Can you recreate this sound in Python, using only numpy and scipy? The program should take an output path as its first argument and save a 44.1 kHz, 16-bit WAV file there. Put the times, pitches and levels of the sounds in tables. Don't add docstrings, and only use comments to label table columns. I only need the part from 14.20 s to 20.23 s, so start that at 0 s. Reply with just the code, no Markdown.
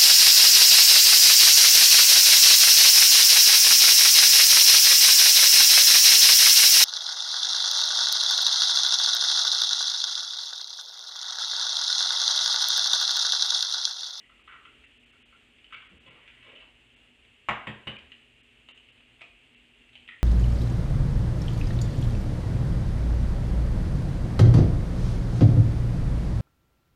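import sys
import numpy as np
from scipy import signal
from scipy.io import wavfile
from scipy.ndimage import uniform_filter1d

SR = 44100
rng = np.random.default_rng(int(sys.argv[2]) if len(sys.argv) > 2 else 0)


def unload_wav(signal):
    wavfile.write(
        sys.argv[1],
        SR,
        np.round(np.clip(np.atleast_2d(signal).T, -1, 1) * 32767).astype(np.int16),
    )


def volts_from_decibels(level):
    exponent = np.asarray(level, float) / 20
    return 10 ** exponent


N = 265923

# start in seconds, peak in dB, shell pitch in Hz, counter thud in dB, crack in dB.
RIM_BLOWS = [
    (3.2867, -13.5, 1100, -21, -1),
    (3.4702, -24.5, 1904, -8.5, 1),
    (3.671, -27, 2982, -9.5, 6),
]
# frequency in Hz, level in dB, decay time t60 in seconds.
BOWL_MODES = [(603.6, -6, .3), (728, -4.5, 0.35), (853, 0, 0.26), (960, 2.5, 0.24), (1077, 5.5, 0.22),
              (1100, 7, .14), (1270, -6, 0.16), (1756, -3, .25), (1855, -0.5, .2), (1940, -8.5, 0.16),
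              (2150, -1.5, 0.18), (2330, 2, .12)]
# frequency in Hz, level in dB, decay time t60 in seconds.
COUNTER_MODES = [(45.7, -16.5, .15), (73.2, -11, 0.29), (117.5, -2.5, 0.3), (148.7, -1, 0.2),
                 (212, -3, 0.33), (258, -13.5, 0.16), (354, -18, 0.11), (485, -9, 0.072),
                 (545, -16.5, 0.36)]
BOWL_DB, BOWL_LOSS_DB_PER_CRACK = -12.5, 1.5

# start in seconds, peak in dB, cavity pitch in Hz, crack in dB.
SHELL_KNOCKS = [(0.0096, -52.5, 1940, -17), (0.0392, -48.5, 2000, -4), (0.0963, -46.5, 1310, -17),
                (0.1929, -52, 1240, -14), (0.2762, -36.5, 1267, -3), (0.2904, -36.5, 1500, -8),
                (0.3105, -45, 1870, 0), (0.3228, -36.5, 1340, -3), (0.3372, -40, 1244, -13),
                (0.3618, -42, 1330, -13), (0.412, -47, 1240, -10), (0.4522, -39, 1326, 0),
                (0.4561, -51, 2070, -7), (0.9336, -50, 1420, -13), (1.1262, -44.5, 1384, -16),
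                (1.5074, -46.5, 1510, 0), (1.5241, -31, 1330, -2), (1.5328, -33.5, 1510, 2),
                (1.5434, -34, 2180, 1), (1.5744, -45, 2220, -8), (1.6193, -49, 1170, 10)]
# start in seconds, peak in dB, pitch in Hz, crack in dB.
PIECE_DROPS = [
    (5.8884, -29.5, 1900, -3),
    (5.9085, -38, 2500, -8),
    (5.9194, -36, 1900, -6),
    (5.9349, -41, 2000, -9),
]
# start in seconds, peak in dB, pitch in Hz, crack in dB.
SPLINTER_SNAPS = [(0.6393, -42.5, 2770, 0), (1.386, -48.5, 3000, 4), (1.4439, -43, 3060, 4),
                  (2.0777, -45, 2380, 9), (3.05, -51, 2870, 7.5), (3.678, -23.5, 2930, -14),
                  (3.6934, -50, 2880, -14), (3.767, -39, 2400, 5), (3.7878, -39.5, 3150, 3),
                  (3.9188, -37, 2820, 2.5)]
# start in seconds, peak in dB, pitch in Hz, crack in dB.
THUMB_PRISES = [(4.2867, -57, 2820, 4), (4.4876, -36.5, 2790, 2), (4.5087, -51, 2500, 2),
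                (4.5756, -42, 3000, 3), (4.6288, -55, 3100, 4), (4.6873, -44, 2750, -9),
                (4.6937, -48, 3080, 1), (4.7776, -54, 2540, 10), (4.806, -57.5, 2620, 11),
                (4.8718, -57, 2680, 0), (4.9946, -44, 3470, -8), (5.0034, -50, 3200, -3),
                (5.0093, -39.5, 2190, 0), (5.017, -31, 2430, 1), (5.026, -53, 2660, -6),
                (5.0834, -51, 2420, 5), (5.3472, -44.5, 2680, -3), (5.691, -48.5, 2620, 0),
                (5.7324, -51.5, 3100, 11), (5.7544, -39, 3120, 5.5), (5.766, -45, 3050, -2),
                (5.8777, -47, 2400, 13)]
# start in seconds, peak in dB, pitch in Hz, crack in dB.
WET_TEARS = [(1.861, -47.5, 525, -16), (2.27, -54, 534, -9), (4.486, -66, 540, -14), (5.014, -42, 680, -8),
             (5.02, -46, 1250, -6), (5.754, -55.5, 786, -14)]

# t60 at 1 kHz in seconds, damping exponent of pitch, bright edge in
# dB, frequency ratio of the second mode, second mode in dB, trim in dB.
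SHELL_RINGING = (0.02, 0.47, -19, 1.52, -5, -3.5)
DROP_RINGING = (.02, 0.5, -24, .76, -8, -2)
SNAP_RINGING = (0.0225, 0.56, -8.5, .71, -4.5, -2.5)
PRISE_RINGING = (0.0267, 0.9, -5.5, 0.8, -6, -2.5)
TEAR_RINGING = (0.1, 0.2, -29, 6.5, -20, -10)
EDGE_FOLLOW = 0.49

# time in seconds, rustle level in dB.
HAND_PRESSURE = [(1.64, -71), (1.658, -59), (1.69, -70), (1.77, -71), (1.85, -58.5), (2.2, -55.5),
                 (2.268, -52.5), (2.39, -57.5), (2.44, -68)]
# time in seconds, box boom in dB, boom pitch in Hz, scrape in dB.
CARTON_GRIPS = [(1.725, -56, 210, -78), (1.876, -54, 181, -49.5), (1.962, -56.5, 515, -50.5),
                (2.268, -52.5, 473, -55.5), (2.328, -53.5, 477, -61), (2.424, -70, 330, -49.5)]
# start in seconds, peak in dB, pitch in Hz, length in seconds.
FOAM_SQUEAKS = [(1.8593, -40, 2760, 0.016), (1.88, -42, 2740, 0.014), (1.9044, -55, 2350, 0.023),
                (2.2236, -40, 2780, 0.015), (2.262, -47, 2530, 0.066), (2.283, -45, 2860, 0.018),
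                (2.352, -38.5, 3030, 0.02), (2.368, -49, 2760, 0.024), (2.3989, -41, 2960, 0.026),
                (2.4144, -67, 2690, 0.03)]
GRIP_RISE_DB_PER_S, GRIP_FALL_DB_PER_S, LET_GO_S = 600, 230, 0.046

# start in seconds, peak in dB, pitch in Hz, t60 in seconds.
CABINET_THUMPS = [(1.461, -49, 49.4, 0.15), (1.71, -46.5, 190, 0.17), (1.74, -43.5, 75, 0.15),
                  (1.791, -52, 61.9, 0.24), (1.869, -48, 115, 0.15), (2.369, -56, 45.8, 0.15),
                  (3.662, -37, 109, 0.13), (3.818, -45, 73, 0.19), (5.949, -70, 72.7, 0.13)]

# frequency in Hz, level in dB.
SIZZLE_SPECTRUM = [(800, -33.5), (1600, -12.5), (2800, 3), (4000, -11), (5200, -2), (8000, -1.5),
                   (11000, -5.5), (15000, -0.5)]
# frequency in Hz, level in dB.
RUMBLE_SPECTRUM = [(20, -17.5), (50, 1.5), (120, -14.5), (180, -16), (250, -8.5), (500, -15.5), (1000, -22),
                   (1600, -18.5), (3000, -17)]
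# frequency in Hz, rms level in dB.
MOTOR_LINES = [(80.7, -86.5), (118.4, -73.5), (242.2, -71.5), (419.9, -79.5)]
SIZZLE_DB, RUMBLE_DB = -62, -60

# frequency in Hz, t60 in seconds.
KITCHEN_T60 = [(100, 0.6), (700, 0.5), (1840, 0.56), (4000, 0.44), (6000, 0.34), (12000, 0.14)]
# delay in seconds, level in dB.
NEAR_ECHOES = [(.0031, 1), (.0043, 3), (.0068, -8), (.0102, -1.5), (.0160, -14.5), (.0230, -2.5),
               (.0320, -9.5), (.0450, -14)]

# frequency in Hz, gain in dB.
MIC_RESPONSE = [(18, -10), (45, -2), (1500, -1), (2800, 5.5), (3300, 1.5), (4000, -10), (5100, -20),
                (5450, -24), (7800, -16), (9500, -21), (10500, -28.5), (14800, -35.5), (15600, -62.5),
                (22000, -57.5)]
# centre in seconds, length in seconds.
DROPOUTS = [(.234, .005), (.663, .004), (.789, .007), (.853, .007), (.918, .005), (1.042, .020),
            (1.559, .005), (1.685, .006), (1.794, .012), (1.898, .007), (2.755, .008), (3.776, .007),
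            (4.223, .010), (4.532, .019), (4.716, .005), (5.355, .006)]
# frequency in Hz, share dropped from 0 to 1.
WEAK_BANDS = [(500, 0), (800, .6), (1600, 0), (2200, 0), (3600, 0), (4200, 0.8), (16000, 0.84)]
DROPOUT_DB, DROPOUT_DB_PER_S = -15, -600


def evened(x):
    return x / np.sqrt(np.mean(x ** 2) + 1e-20)


def read(points, hz):
    f, value = np.transpose(points)
    return np.interp(np.log(hz + 1), np.log(f + 1), value)


def add(mix, s, sound):
    part = mix[round(s * SR):][:len(sound)]
    part += sound[:len(part)]


def coloured(x, spectrum):
    hz = abs(np.fft.fftfreq(8192, 1 / SR))
    log_gain = np.log(volts_from_decibels(read(spectrum, hz)))
    phase = signal.hilbert(log_gain).imag
    taps = np.fft.ifft(np.exp(log_gain - 1j * phase)).real
    if abs(taps[:4096]).sum() < abs(taps[4096:]).sum():
        taps = np.roll(taps[::-1], 1)
    return signal.oaconvolve(x, taps[:4096])[:len(x)]


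def resonate(x, hz, width):
    turn = np.exp(2j * np.pi * np.cumsum(hz * np.ones(len(x))) / SR)
    r = np.exp(-np.pi * width / SR)
    return 2 * (turn * signal.lfilter([1 - r], [1, -r], x / turn)).real


def drift(rate_hz):
    knots = rng.standard_normal(400)
    return np.interp(np.arange(N) / SR * rate_hz, np.arange(len(knots)), knots)


def ring(hz, t60, rise=0.00052):
    t = np.arange(SR // 2) / SR
    return np.sin(2 * np.pi * hz * t) * volts_from_decibels(-60 * t / t60) * (1 - np.exp(-t / rise))


def crack(t60, hz, width, edge_db):
    fade = volts_from_decibels(-60 * np.arange(SR // 2) / SR / t60)
    jag = rng.choice([-1., 1.], len(fade)) * fade
    body = resonate(resonate(jag, hz, width), hz, 1.62 * width)
    body = body * np.linalg.norm(fade) / np.linalg.norm(body) * 0.5
    edge = resonate(resonate(jag, 3900, 3200), 6400, 6000)
    return body, volts_from_decibels(edge_db + 7) * edge


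def blows():
    air, solid = np.zeros((2, N))
    bowl = sum(volts_from_decibels(db) * ring(hz, t60) for hz, db, t60 in BOWL_MODES)
    thud = sum(volts_from_decibels(db) * ring(hz, t60, rise=0.0078) for hz, db, t60 in COUNTER_MODES)
    for s, db, hz, thud_db, crack_db in RIM_BLOWS:
        bowl_db = BOWL_DB - BOWL_LOSS_DB_PER_CRACK * crack_db
        knock = volts_from_decibels(bowl_db + 10) * crack(0.023, 1070, 1100, -40)[0]
        shell = ring(hz, 0.0081) + volts_from_decibels(crack_db) * sum(crack(0.0051, 1950, 1970, -11))
        add(air, s, volts_from_decibels(db - 5.5) * (shell + knock))
        hollow = volts_from_decibels(-19) * ring(hz, 0.17, rise=0.004)
        hollow += volts_from_decibels(-16.5) * ring(hz * 0.972, 0.22, rise=0.004)
        rattle = volts_from_decibels(thud_db - 4) * crack(0.46, 356, 420, -60)[0]
        add(solid, s, volts_from_decibels(db) * (volts_from_decibels(bowl_db - 8) * bowl + hollow + rattle))
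        add(solid, s, volts_from_decibels(db + thud_db + 1.5) * thud)
    return air, solid


def knocks(table, ringing):
    t60_1k, damping, edge_db, second_ratio, second_db, trim_db = ringing
    out = np.zeros(N)
    for s, db, hz, crack_db in table:
        t60 = t60_1k * (1000 / hz) ** damping
        body = ring(hz, t60) + volts_from_decibels(second_db) * ring(hz * second_ratio, 0.8 * t60)
        split, edge = crack(0.0063, 2860, 2000, edge_db + EDGE_FOLLOW * crack_db)
        add(out, s, volts_from_decibels(db + trim_db) * (body + volts_from_decibels(crack_db) * split + edge))
    return out


def carton():
    t = np.arange(N) / SR
    s, pressure_db = np.transpose(HAND_PRESSURE)
    touch = np.interp(t, [s[0], s[0] + 0.016, s[-1], s[-1] + LET_GO_S], [0, 1, 1, 0])
    at, boom_db, boom_hz, scrape_db = np.transpose(CARTON_GRIPS)[:, :, None]
    shape_db = np.minimum(GRIP_RISE_DB_PER_S * (t - at), GRIP_FALL_DB_PER_S * (at - t))
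    strongest = np.argmax(boom_db + shape_db, axis=0)
    hz = uniform_filter1d(boom_hz[strongest, 0], size=600)

    slip_db = 3 * np.minimum(rng.exponential(1, N), 3)
    slips = rng.standard_normal(N) * volts_from_decibels(slip_db) * (rng.random(N) < 1500 / SR)
    rustle = resonate(slips, 2900, 600) + volts_from_decibels(8) * resonate(slips, 1980, 690)
    scrape = resonate(resonate(slips, 890, 900), 1200, 1600)
    boom = resonate(resonate(rng.standard_normal(N), hz, 390), hz, 450)

    out = volts_from_decibels(np.interp(t, s, pressure_db) - 11.5) * evened(rustle)
    out += volts_from_decibels((scrape_db + shape_db).max(0) - 15.5) * evened(scrape)
    out += volts_from_decibels((boom_db + shape_db).max(0) - 9) * evened(boom)
    out *= touch
    for start, db, squeak_hz, length in FOAM_SQUEAKS:
        rub = rng.standard_normal(4000)[:round(length * SR)]
        squeak = evened(resonate(rub, squeak_hz, 550)) * np.hanning(len(rub))
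        add(out, start - 0.004, volts_from_decibels(db - 18) * squeak)
    return out


def thumps():
    out = np.zeros(N)
    for s, db, hz, t60 in CABINET_THUMPS:
        add(out, s, volts_from_decibels(db) * ring(hz, t60, rise=0.014))
    return out


def pan():
    burst_db = 2.3 * np.minimum(rng.exponential(1, N), 5)
    bursts = rng.standard_normal(N) * volts_from_decibels(burst_db) * (rng.random(N) < 2500 / SR)
    tail = rng.standard_normal(2000) * volts_from_decibels(-60 * np.arange(2000) / SR / 0.033)
    smeared = signal.oaconvolve(bursts, tail)[:N]
    fizz = 0.5 * evened(smeared) + 1.96 * rng.standard_normal(N)
    return volts_from_decibels(SIZZLE_DB + 0.56 * drift(5)) * coloured(fizz, SIZZLE_SPECTRUM)


def appliances():
    rumble = evened(coloured(rng.standard_normal(N), RUMBLE_SPECTRUM))
    rumble = volts_from_decibels(RUMBLE_DB + 2.5 + drift(13)) * rumble
    lines = sum(volts_from_decibels(db) * evened(resonate(rng.standard_normal(N), hz, 7)) for hz, db in MOTOR_LINES)
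    return rumble + lines


def kitchen(x):
    taps = np.zeros(SR)
    at = np.arange(200, SR - 20, 20)
    taps[at + rng.integers(0, 20, len(at))] = rng.choice([-1., 1.], len(at))
    hz, t, z = signal.stft(taps, SR, nperseg=256)
    decay = volts_from_decibels(-60 * t / read(KITCHEN_T60, hz)[:, None])
    tail = signal.istft(z * decay, SR, nperseg=256)[1]
    tail = volts_from_decibels(5) * tail / np.linalg.norm(tail)
    for k, (s, db) in enumerate(NEAR_ECHOES):
        tail[round(s * SR)] += (-1) ** k * volts_from_decibels(db)
    return signal.fftconvolve(x, tail)[:N]


def scene():
    rim, counter = blows()
    pile = knocks(SHELL_KNOCKS, SHELL_RINGING) + carton()
    fingers = knocks(PIECE_DROPS, DROP_RINGING) + knocks(SPLINTER_SNAPS, SNAP_RINGING)
    fingers += knocks(THUMB_PRISES, PRISE_RINGING) + knocks(WET_TEARS, TEAR_RINGING)
    room = kitchen(rim) + volts_from_decibels(-3.5) * kitchen(pile) + volts_from_decibels(-8) * kitchen(fingers)
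    direct = rim + counter + pile + fingers
    return (direct + room + thumps() + pan() + appliances())[None]


def drop_weak_bands(x):
    hz, t, z = signal.stft(x, SR, nperseg=256, noverlap=192)
    drop_db = np.zeros(len(t))
    for s, length in DROPOUTS:
        depth_db = DROPOUT_DB + DROPOUT_DB_PER_S * length
        drop_db += depth_db * np.clip(1 - (abs(t - s) - length / 2) / 0.004, 0, 1)
    mottle_db = 2.16 * evened(uniform_filter1d(rng.standard_normal(z.shape), size=14))
    share = np.clip(read(WEAK_BANDS, hz), 0, 1)[:, None]
    z = z * volts_from_decibels(share * (drop_db + mottle_db))
    return signal.istft(z, SR, nperseg=256, noverlap=192)[1][None, :N]


def top_cut(x):
    return signal.sosfilt(signal.butter(12, 15330, fs=SR, output="sos"), x)


def record(dry):
    heard = coloured(dry[0], MIC_RESPONSE)
    finished = drop_weak_bands(heard)
    return top_cut(finished)


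dry = scene()
out = record(dry)
unload_wav(out)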